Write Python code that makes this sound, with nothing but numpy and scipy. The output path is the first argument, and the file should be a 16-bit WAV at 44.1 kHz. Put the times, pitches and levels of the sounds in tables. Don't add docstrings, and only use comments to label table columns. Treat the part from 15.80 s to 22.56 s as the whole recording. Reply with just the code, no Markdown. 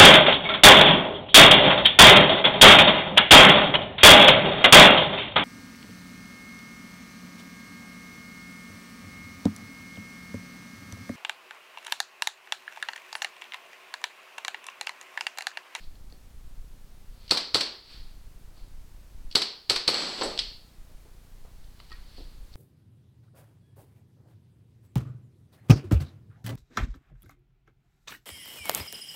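import sys
import numpy as np
from scipy import signal
from scipy.fft import rfft, irfft
from scipy.io import wavfile
from scipy.ndimage import minimum_filter1d

SR = 44100
rng = np.random.default_rng(int(sys.argv[2]) if len(sys.argv) > 2 else 0)


def boost(x):
    u = np.asarray(x, float) / 20
    return 10 ** u


def unload_audio(sound):
    columns = np.transpose(np.atleast_2d(sound))
    steps = np.round(np.clip(columns, -1, 1) * 32767)
    wavfile.write(sys.argv[1], SR, steps.astype(np.int16))


N = 297983
T = np.arange(N) / SR

# t/s, crack level/dB, valve puff level/dB, slide-back thump level/dB, slide return level/dB
SHOTS = [(1.511, 26.5, 4, 6.5, 4), (1.7456, 29, 2.5, 9, 6.5), (3.5560, 28.5, 10.5, 6.5, 5),
         (3.898, 25.5, -5.5, 4.5, 2), (4.079, 24.5, 4, 4.5, -4)]
# delay t/s, level/dB against the crack
REFLECTIONS = [(.0027, -5), (.0054, -12), (.0072, -11), (.0112, -11), (.0200, -15), (.0226, -13)]
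# f/Hz, level/dB, T60 t/s
FRAME_MODES = [(400, -17, 0.0067), (560, -4.5, 0.0068), (824, -2, 0.0055), (1253, -9, 0.021),
               (7760, -23, 0.05)]
# peak t/s, level/dB, rise/(dB/s), fall/(dB/s)
HISS_SWELLS = [(0.039, -39.5, 14, 500), (1.46, -41.5, 105, 200), (2.119, -29.5, 67, 108),
               (2.78, -44, 405, 171.5), (6.08, -47.5, 54.5, 61), (6.39, -36.5, 78, 97),
               (6.75, -45.5, 202.5, 50)]
# t/s, level/dB, time to fall 20 dB t/s
TICKS = [(.154, -37, 0.0029), (0.299, -38, .003), (.324, -32.5, 0.0036), (1.479, -31, 0.014),
         (1.494, -23, 0.011), (3.505, -39.5, .0033), (3.512, -25.5, .012), (3.525, -26, 0.0085),
         (4.410, -17.5, 0.091), (4.5765, -9, 0.0035), (4.5863, -8, 0.0011), (4.590, -3.5, .016),
         (5.843, -41, 0.0037), (5.993, -40, 0.0047), (6.099, -33, .005), (6.117, -32, 0.0067),
         (6.126, -30, 0.0073), (6.372, -40, 0.024), (6.73, -39.5, 0.0067), (6.739, -34, 0.008)]
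# t/s, level/dB, centre f/Hz, time to fall 20 dB t/s
KNOCKS = [(0.323, -31, 350, 0.0074), (2.771, -42.5, 750, .02), (4.15, -5, 1870, 0.0098),
          (4.411, -10.5, 516, 0.034), (4.419, -3.5, 1100, 0.0076), (4.431, -14.5, 400, 0.097),
          (5.099, -45, 500, .03), (5.251, -38, 530, 0.022), (5.647, -37.5, 566, 0.04),
          (6.000, -24.5, 1900, 0.0069), (6.378, -30.5, 330, 0.022), (6.403, -33, 297, 0.026)]
# t/s, level/dB
LEG_TAPS = [(0.323, -54), (6.107, -39), (6.1185, -36), (6.13, -52)]
# f/Hz, level/dB, T60 t/s
LEG_MODES = [(1300, -9, 0.05), (1880, -2.5, 0.082), (2540, -6, .02)]
# f/Hz, level/dB, T60 t/s
CHINK_MODES = [(7940, -1, 0.013), (9430, -10, .015), (10900, -4.5, 0.0089)]
# f/Hz, T60 t/s
ROOM_T60 = [(150, 0.43), (400, 0.51), (1000, 0.51), (2800, 0.45), (5000, 0.51), (7300, 0.25), (14000, 0.16)]
# f/Hz, level/dB
MICROPHONE = [(60, -37), (190, -14.5), (380, -13), (1200, -16.5), (1700, -18.5), (2600, -17), (3800, -12.5),
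              (4400, -5), (5000, -12.5), (7150, -32.5), (7700, -21), (8050, -24.5), (11000, -34.5),
              (16500, -46.5)]
# t/s, level/dB
RUMBLE = [(0, -39.5), (1.2, -43), (2.2, -42.5), (3.4, -43), (5.2, -48), (6.0, -44), (6.76, -41.5)]
# f/Hz, relative level/dB
HISS_TONE = [(47, -31), (80, -19.5), (200, -14.5), (400, -20), (700, -23), (2960, -30.5), (3700, -30.5),
             (14800, -36.5), (16500, -47.5)]


def muzzle_crack():
    crack = np.zeros(N)
    for s, crack_db, *_ in SHOTS:
        i = round(s * SR)
        crack[i] -= boost(crack_db)
        crack[i + 3] += boost(crack_db - 1)
    crack = crack + boost(-20) * ring(crack, hz=4730, t60=0.002)
    echoes = sum(boost(level_db) * np.roll(crack, round(delay * SR)) for delay, level_db in REFLECTIONS)
    return crack + echoes


def gas_puffs():
    air = np.zeros(N)
    for s, crack_db, puff_db, *_ in SHOTS:
        add(air, s - 0.0052, puff_db, lasts=0.014, rise=0.007)
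        add(air, s + 0.001, crack_db - 21.5, lasts=0.030)
    return air


def slide():
    air, blows, closing = np.zeros((3, N))
    return_delay_s = 0.0613
    for s, _, _, thump_db, return_db in SHOTS:
        home_s = s + return_delay_s
        blows[round((s + 0.0100) * SR)] -= boost(thump_db)
        blows[round((s + 0.0123) * SR)] -= boost(thump_db - 5)
        add(air, home_s, return_db, lasts=0.010, rise=0.00031, body_hz=4500, spread=4.8)
        add(air, home_s + 0.003, return_db - 3, lasts=0.015, rise=0.0003, body_hz=2960, spread=2.5)
        add(blows, home_s, return_db - 28.5, lasts=0.010)
        closing[round(home_s * SR)] = boost(return_db - 10)
    return air + ring_modes(blows, FRAME_MODES) + ring(closing, hz=2416, t60=0.046)


def push():
    shoves = np.zeros(N)
    early_s, relative_db = 0.0033, -56.5
    for s, crack_db, *_ in SHOTS:
        shoves[round((s - early_s) * SR)] = boost(crack_db + relative_db)
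    return ring(shoves, hz=103, t60=0.17)


def venting_gas():
    start_s, level_db, rise_s, end_s = 4.088, -7, 0.072, 0.43
    sag_db_per_s, extra_end_db_per_s = 44, 102
    gas = signal.lfilter(*signal.butter(1, 5000, fs=SR), rng.standard_normal(N))
    gas = gas + boost(-13) * rms_one(ring(gas, hz=7800, t60=0.02))
    t = T - start_s
    sag_db = sag_db_per_s * np.maximum(t - rise_s, 0)
    end_db = extra_end_db_per_s * np.maximum(t - end_s, 0)
    return gas * boost(level_db - sag_db - end_db) * np.clip(t / rise_s, 0, 1)


def hiss_swells():
    hiss = signal.lfilter(*signal.butter(1, (1500, 5100), "band", fs=SR), rng.standard_normal(N))
    gain = boost(-60.5)
    for s, level_db, up, down in HISS_SWELLS:
        gain = gain + boost(level_db + np.minimum(up * (T - s), down * (s - T)))
    return hiss * gain


def handling():
    air, taps, chink = np.zeros((3, N))
    for s, level_db, lasts in TICKS:
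        add(air, s, level_db, lasts, body_hz=3900, spread=1.75)
    for s, level_db, centre_hz, lasts in KNOCKS:
        add(air, s, level_db, lasts, rise=0.0014, body_hz=centre_hz, spread=1.65)
    for s, level_db in LEG_TAPS:
        add(taps, s, level_db, lasts=0.003)
    add(chink, 4.433, -22, lasts=0.03)
    return air + ring_modes(taps, LEG_MODES) + ring_modes(chink, CHINK_MODES)


def buzz():
    rate_hz, first_s, rise_s = 29.97, 0.0098, 0.0022
    level_db, uneven_db = -44.5, 1
    s = np.arange(first_s, N / SR - 0.001, 1 / rate_hz)
    clicks = np.zeros(N)
    clicks[(s * SR).astype(int)] = boost(level_db + uneven_db * rng.standard_normal(len(s)))
    t = T[:2000] / rise_s
    pulse = t ** 2 * np.exp(2 - 2 * t)
    pulses = signal.fftconvolve(clicks, pulse)[:N]
    return signal.lfilter(*signal.butter(1, 25, "high", fs=SR), pulses)


def background():
    low = signal.sosfilt(signal.butter(1, [8, 30], "band", fs=SR, output="sos"), rng.standard_normal(N))
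    low = signal.sosfilt(signal.butter(2, 45, fs=SR, output="sos"), low)
    wander = rms_one(signal.lfilter(*signal.butter(2, 9, fs=SR), rng.standard_normal(N)))
    lumps = boost(3.63 * wander)
    rumble = rms_one(low * lumps) * boost(np.interp(T, *np.transpose(RUMBLE)))
    hiss = colour(rng.standard_normal(N), HISS_TONE)
    return rumble + boost(-62) * rms_one(hiss)


def room(x):
    out, edges = x.copy(), 60 * 2 ** np.arange(0, 8.6, 0.5)
    white = rng.standard_normal((2, N))
    fill = np.exp(-1 / (0.0015 * SR))
    for k, (low, high) in enumerate(zip(edges, edges[1:])):
        band = signal.butter(2, [low, high], "band", fs=SR, output="sos")
        t60 = at_hz(ROOM_T60, np.sqrt(low * high))
        keep = boost(-120 / (t60 * SR))
        energy = signal.sosfilt(band, x) ** 2
        loss = np.convolve([1, -keep], [1, -fill])
        stored = signal.lfilter([(1 - keep) * (1 - fill)], loss, energy)
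        diffuse = rms_one(signal.sosfilt(band, white[k % 2]))
        out += boost(-3) * diffuse * np.sqrt(np.abs(stored))
    return out


def add(track, s, level_db, lasts, rise=0.0001, body_hz=None, spread=1.5):
    t = np.arange(int(3 * lasts * SR) + 400) / SR
    grains = rng.standard_normal(len(t))
    shape = boost(-20 * t / lasts) * np.minimum(t / rise, 1)
    grains = grains * shape
    if body_hz:
        body = signal.butter(2, [body_hz / spread, body_hz * spread], "band", fs=SR, output="sos")
        grains = signal.sosfilt(body, grains)
    grains = rms_one(grains) * np.sqrt(np.mean(shape ** 2))
    i = round(s * SR)
    track[i:i + len(t)] += (boost(level_db) * grains)[:N - i]


def ring(clicks, hz, t60):
    r, w = boost(-60 / (t60 * SR)), 2 * np.pi * hz / SR
    return signal.lfilter([0, np.sin(w)], [1, -2 * r * np.cos(w), r * r], clicks + 1e-18)


def ring_modes(blows, modes):
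    return sum(boost(level_db) * ring(blows, hz, t60) for hz, level_db, t60 in modes)


def colour(x, spectrum, size=8192):
    level_db = at_hz(spectrum, np.fft.rfftfreq(size, 1 / SR))
    cepstrum = irfft(np.log(boost(level_db)))
    cepstrum[1:size // 2] *= 2
    cepstrum[size // 2 + 1:] = 0
    return signal.fftconvolve(x, irfft(np.exp(rfft(cepstrum))))[:N]


def at_hz(points, hz):
    table_hz, values = np.transpose(points)
    return np.interp(np.log(hz + 1), np.log(table_hz), values)


def rms_one(x):
    return x / np.sqrt(np.mean(x ** 2) + 1e-20)


def scene():
    shots = muzzle_crack() + gas_puffs() + slide() + venting_gas()
    hands = handling()
    share = boost(-2.5)
    heard = room(shots + hiss_swells() + share * hands) + (1 - share) * hands
    return (colour(heard, MICROPHONE) + push() + buzz() + background())[None]


def roll_off(x):
    return signal.sosfilt(signal.butter(12, 16800, fs=SR, output="sos"), x)


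def record(dry):
    ceiling_db, attack_s, hold_s, release_db_per_s = -4.5, 0.00084, 0.29, 84
    bass_hz, bass_ducking = 110, 3
    over_db = np.maximum(20 * np.log10(np.abs(dry[0]) + 1e-9) - ceiling_db, 0)
    hold = int(hold_s * SR) | 1
    held_db = -minimum_filter1d(-over_db, hold, origin=hold // 2, mode="constant")
    release_db = release_db_per_s * T
    held_db = np.maximum.accumulate(held_db + release_db) - release_db
    ahead = np.append(held_db[40:], held_db[-40:])
    r = np.exp(-1 / (attack_s * SR))
    cut_db = signal.lfilter([1 - r], [1, -r], ahead)
    bass = signal.lfilter(*signal.butter(1, bass_hz, fs=SR), dry)
    limited = (dry - bass) * boost(-cut_db) + bass * boost(-bass_ducking * cut_db)
    hiss = boost(-70.5) * rng.standard_normal(N)
    return roll_off(limited + hiss)


dry = scene()
out = record(dry)
unload_audio(out)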